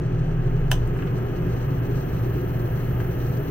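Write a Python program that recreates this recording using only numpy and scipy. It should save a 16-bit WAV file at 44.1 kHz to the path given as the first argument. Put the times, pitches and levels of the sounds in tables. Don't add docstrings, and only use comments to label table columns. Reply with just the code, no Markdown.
import sys
import numpy as np
from scipy import signal
from scipy.fft import rfft, irfft
from scipy.io import wavfile

SR = 44100
rng = np.random.default_rng(int(sys.argv[2]) if len(sys.argv) > 2 else 0)


def output_pcm(signal):
    pcm = np.clip(np.atleast_2d(signal).T, -1, 1) * 32767
    wavfile.write(sys.argv[1], SR, np.round(pcm).astype(np.int16))


N = 154350
T = np.arange(N) / SR
HZ = np.maximum(np.arange(N // 2 + 1) * SR / N, 1)
LEFT_RIGHT = np.array([[1], [-1]])

SWITCH_S = 0.715
CONTACT_SIDE_DB = -0.5
ECHOES_PER_S = 12000

# (frequency [Hz], level [dB], t60 [s])
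HOUSING_MODES = [(760, -39, 0.11), (1010, -35, 0.11), (1319, -42, 0.058), (1690, -20.5, 0.03),
                 (1760, -23, 0.013), (2700, -23.5, 0.028), (3036, -27, 0.03), (3980, -51, 0.027),
                 (5100, -37, 0.023), (6080, -47, .045), (7420, -46, .025), (9000, -34, 0.016)]
# (frequency [Hz], relative density [dB per Hz])
CONTACT_SPECTRUM = [(500, -16), (1600, -2), (2900, 4), (3600, -1.5), (4400, -7.5), (6000, -2.5), (8800, -5),
                    (10500, -10.5), (13500, -6), (15500, -5)]


def from_db(db):
    return 10 ** (np.asarray(db) / 20)


def rms_one(x):
    return x / np.sqrt(np.mean(x ** 2) + 1e-20)


def level_at(points):
    return np.interp(T, *np.transpose(points))


def colour(points):
    hz, values = np.transpose(points)
    return np.interp(np.log(HZ), np.log(hz), values)


def band(points):
    octaves_below = np.maximum(np.log2(points[0][0] / HZ), 0)
    octaves_above = np.maximum(np.log2(HZ / points[-1][0]), 0)
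    return colour(points) - 90 * (octaves_below + octaves_above)


def bump(hz, width_hz, height):
    return height * np.exp(-((HZ - hz) / width_hz) ** 2)


def bumps(rows):
    return sum(bump(*row) for row in rows)


def drift(rate_hz):
    spectrum = rfft(rng.standard_normal(N))
    return rms_one(irfft(spectrum / (1 + (HZ / rate_hz) ** 2), N))


def dying(start, t60):
    return (T >= start) * from_db(-60 * np.maximum(T - start, 0) / t60)


def settling(start, seconds):
    return 1 - np.exp(-np.maximum(T - start, 0) / seconds)


def noise(shape_db, side_db):
    # (frequency [Hz], share)
    left_lead = [(100, .5), (200, 0.99), (300, 1), (400, .65), (650, 0.56), (1000, .35), (1600, .3),
                 (2500, .5), (4000, 0.56), (7000, 0), (12000, 0.014)]
    mid, diffuse = from_db(shape_db) * np.exp(2j * np.pi * rng.random((2, len(HZ))))
    share = np.clip(colour(left_lead), -1, 1)
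    side = from_db(side_db) * (1j * share * mid + np.sqrt(1 - share ** 2) * diffuse)
    mid, side = irfft([mid, side], N)
    return (mid + side * LEFT_RIGHT) / np.std(mid)


def tone(turns, db):
    waver_db, waver_hz, side_db = 0.37, 4, -19
    phase = 2 * np.pi * turns
    amplitude = np.sqrt(2) * from_db(db + waver_db * drift(waver_hz))
    return amplitude * (np.sin(phase) + from_db(side_db) * np.cos(phase) * LEFT_RIGHT)


def click(s):
    return 1.0 * (np.arange(N) == int(s * SR))


def grains(per_s, side_db):
    hits = rng.random((2, N)) < per_s / SR
    mid, side = rms_one(hits * rng.standard_normal((2, N)))
    return mid + from_db(side_db) * side * LEFT_RIGHT


def through(x, shape_db):
    floored_db = np.maximum(shape_db, shape_db.max() - 60)
    cepstrum = irfft(np.log(from_db(floored_db)), N)
    response = np.exp(rfft(2 * cepstrum[:N // 2], N))
    return irfft(rfft(x) * response / np.sqrt(np.mean(np.abs(response) ** 2)), N)


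def ring(clicks, modes):
    out = 0
    for hz, db, t60 in modes:
        radius = from_db(-60 / (t60 * SR))
        angle = 2 * np.pi * hz / SR
        poles = [1, -2 * radius * np.cos(angle), radius * radius]
        out = out + from_db(db) * signal.lfilter([0, np.sin(angle)], poles, clicks + 1e-18)
    return out


def motors():
    mains_hz, compressor_hz = 60, 58.585
    in_step_s = 0.12
    # (multiple, level [dB])
    mains_tones = [(1, -43), (2, -28.5), (6, -47)]
    # (multiple, level [dB])
    compressor_tones = [(1, -43), (2, -38.5)]
    out = 0
    for hz, tones in ((mains_hz, mains_tones), (compressor_hz, compressor_tones)):
        for multiple, db in tones:
            out = out + tone(multiple * hz * (T - in_step_s), db)
    return out


def blower(speed):
    low_hz, high_hz = 26.45, 28.1
    wander_hz, wander_rate_hz = 0.0446, 4.4
    # (multiple of the shaft rate, level at low speed [dB], level at high speed [dB])
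    blower_tones = [(4, -39, -42.5), (5, -30.5, -39), (6, -29, -38.5), (12, -50, -54.5)]
    # (time [s], level [dB])
    throb_level = [(0, -34.5), (.45, -25), (.88, -24.5), (1.0, -34.5), (2.2, -36), (3.45, -36)]
    shaft_hz = low_hz + (high_hz - low_hz) * speed + wander_hz * drift(wander_rate_hz)
    turns = np.cumsum(shaft_hz) / SR
    out = tone(turns, level_at(throb_level))
    for multiple, low_db, high_db in blower_tones:
        out = out + tone(round(multiple) * turns + rng.random(), low_db + (high_db - low_db) * speed)
    return out


def air(speed):
    rumble_db, rush_db, vent_db = -28, -33.5, -63.5
    rumble_low_db, rush_low_db, vent_low_db = -2, -2, -2.5
    flicker_db, flicker_hz = 2.5, 25
    low_rush_hz, low_rush_width_hz = 378, 70
    # (frequency [Hz], relative density [dB per Hz])
    rumble_spectrum = [(15, -15.5), (22, -13), (42, -12), (62, -6), (88, -10.5), (105, -4), (132, -0.5),
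                       (150, -4.5), (168, -6.5), (185, -14.5), (220, -14), (250, -24.5)]
    rush_spectrum = [(150, -34.5), (250, -16.5), (273, -0.5), (308, -9), (364, -2.5), (411, -3),
                     (439, -11.5), (496, -8.5), (542, -15), (605, -16.5), (646, -15), (690, -19.5),
                     (754, -19.5), (930, -24.5), (1160, -24.5), (1270, -19.5), (1460, -24.5), (1630, -21),
                     (1970, -28), (2130, -28.5), (2280, -33), (2970, -31.5), (3500, -42.5), (4550, -76.5),
                     (7700, -120)]
    vent_spectrum = [(2060, -29), (3500, -4), (4110, 5), (5010, -4.5), (5990, 2), (6630, -1.5),
                     (7140, -15.5), (7750, -2.5), (8500, -11), (9890, -12.5), (10500, -18.5), (13600, -44),
                     (22000, -120)]
    hiss_spectrum = [(10500, -29), (11100, -13), (12300, -14.5), (13400, -4.5), (14300, 0.5), (14800, -1),
                     (15100, -12), (15800, -5)]
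    # (frequency [Hz], width [Hz], height [dB])
    duct_modes = [(284.7, 10, 1), (331, 3.7, 2), (362, 8.4, 2.5), (409, 4.5, 3), (676, 5.7, 1.5),
                  (755, 18, 4), (888, 15, 5), (1232, 14, 2), (1635, 11, 3), (2550, 49, 4)]
    # (time [s], level [dB])
    low_rush_level = [(.1, 1), (.3, -2.5), (.47, 4.5), (.7, -2.5), (.9, 2.5), (1.45, 1), (1.7, -2.5),
                      (1.9, 1.5), (2.2, 0), (2.39, 3), (2.55, -3), (3.3, 0)]
    # (time [s], level [dB])
    hiss_level = [
        [(0.03, -72), (0.118, -71), (0.68, -66)],
        [(0.85, -63), (2.17, -55), (3.45, -53)],
    ]
    # (frequency [Hz], side minus mid [dB])
    side_level = [(60, -22), (78, -28.5), (100, -23), (130, -28), (170, -21), (220, -3.5), (290, -6.5),
                  (380, -7.5), (490, -7), (640, 2), (830, 2), (1080, 6.5), (1410, -12), (1830, -3.5),
                  (2380, -2), (3100, -1), (4030, 1.5), (5240, 3.5), (6820, 4), (8870, 2.5), (11500, -0.5),
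                  (15000, -3)]
    # (frequency [Hz], left minus right [dB])
    balance = [(60, -2), (99, 0.5), (160, -0.5), (270, 0.5), (450, 0.5), (740, 1.5), (1220, 2),
               (2010, -0.5), (3330, 1), (5500, 1.0), (9080, 1.0), (15000, 3)]

    width = colour(side_level)
    slack = 1 - speed
    hum_gap = bump(118, 8, -8)
    rumble = noise(band(rumble_spectrum) + hum_gap, width)
    rumble = rumble * from_db(rumble_db + rumble_low_db * slack)

    rush = noise(band(rush_spectrum) + bumps(duct_modes), width)
    rush = rush * from_db(rush_db + rush_low_db * slack)
    low_rush = irfft(rfft(rush) * bump(low_rush_hz, low_rush_width_hz, 1), N)
    rush = rush + low_rush * (from_db(level_at(low_rush_level)) - 1)

    vent_level = vent_db + vent_low_db * slack + flicker_db * drift(flicker_hz)
    vent = from_db(vent_level) * noise(band(vent_spectrum), width)
    hiss = from_db(level_at(np.vstack(hiss_level))) * noise(band(hiss_spectrum), width)

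    ear_gain = from_db(colour(balance) * LEFT_RIGHT / 2)
    return irfft(rfft(rumble + rush + vent + hiss) * ear_gain, N)


def thumb():
    rub_s, rub_length_s, rub_db, rub_per_s = 0.996, 0.1, -63.5, 1700
    tail_db, tail_t60_s = -19.5, 0.071
    ring_db = -5
    soft_hz = 2500
    octaves = 1.0
    # (time [s], level [dB], centre frequency [Hz])
    tick_events = [(0.874, -37, 8000), (0.963, -24, 1000), (0.973, -42, 8000), (0.989, -21, 1300),
                   (1.023, -19, 1290), (1.073, -23, 1690), (1.179, -38.5, 9500), (3.002, -19.5, 1090)]
    rub_swell = np.exp(-((T - rub_s) / rub_length_s) ** 2)
    jerks = grains(rub_per_s, CONTACT_SIDE_DB) * rub_swell
    out = from_db(rub_db) * through(jerks, band(CONTACT_SPECTRUM))
    soft = signal.butter(2, soft_hz, fs=SR, output="sos")
    for s, db, hz in tick_events:
        echoes = dying(s, tail_t60_s) * grains(ECHOES_PER_S, CONTACT_SIDE_DB)
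        tick = click(s) + from_db(tail_db) * echoes
        out += from_db(db) * through(tick, -10 * (np.log2(HZ / hz) / octaves) ** 2)
        out += ring(from_db(db + ring_db) * signal.sosfilt(soft, tick), HOUSING_MODES)
    return out


def switch():
    slide_db, slide_s = -30, 0.003
    rattle_db, rattle_per_s, rattle_t60_s = -15.5, 4000, 0.021
    crack_db = -8
    cabin_db, cabin_t60_s, cabin_build_s = -28, 0.16, 0.002
    thump_s = 0.82
    # (time after the snap [s], level [dB])
    snap_contacts = [(0.0001, -1), (.00038, 3), (.00105, -2), (.0024, -8.5), (.0038, -11)]
    # (frequency [Hz], relative density [dB per Hz])
    cabin_spectrum = [(500, 3), (1000, 0), (1700, -1.5), (2200, -13.5), (3000, 2.5), (3700, -9),
                      (4600, -16.5), (6000, -8.5), (7000, -18), (8000, -12), (9300, -19.5), (12000, -18.5),
                      (14000, -14), (15500, -18)]
    # (frequency [Hz], width [Hz], height [dB])
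    cabin_modes = [(2970, 90, 3), (5100, 80, 5), (6110, 100, 8), (7550, 60, 5), (8090, 90, 4),
                   (10700, 100, 5)]
    # (frequency [Hz], level [dB], t60 [s])
    thump_modes = [(31, -26, .4), (56, -23, 0.29), (86, -24, 0.13), (132, -15.5, 0.069)]

    contacts = sum(from_db(db) * click(SWITCH_S + after) for after, db in snap_contacts)
    slide = from_db(slide_db) * (T < SWITCH_S) * np.exp(-np.abs(T - SWITCH_S) / slide_s)
    chatter = from_db(rattle_db) * dying(SWITCH_S, rattle_t60_s)
    rattle = (slide + chatter) * grains(rattle_per_s, CONTACT_SIDE_DB)
    crack = from_db(crack_db) * through(contacts + rattle, band(CONTACT_SPECTRUM))

    echo_envelope = dying(SWITCH_S, cabin_t60_s) * settling(SWITCH_S, cabin_build_s)
    echoes = grains(ECHOES_PER_S, CONTACT_SIDE_DB) * echo_envelope
    cabin = from_db(cabin_db) * through(echoes, band(cabin_spectrum) + bumps(cabin_modes))
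    return ring(contacts, HOUSING_MODES) + crack + cabin + ring(click(thump_s), thump_modes)


def scene():
    speed = settling(SWITCH_S, 0.2234)
    return motors() + blower(speed) + air(speed) + thumb() + switch()


def record(dry):
    return signal.sosfilt(signal.ellip(12, 0.1, 80, 15800, fs=SR, output="sos"), dry)


dry = scene()
out = record(dry)
output_pcm(out)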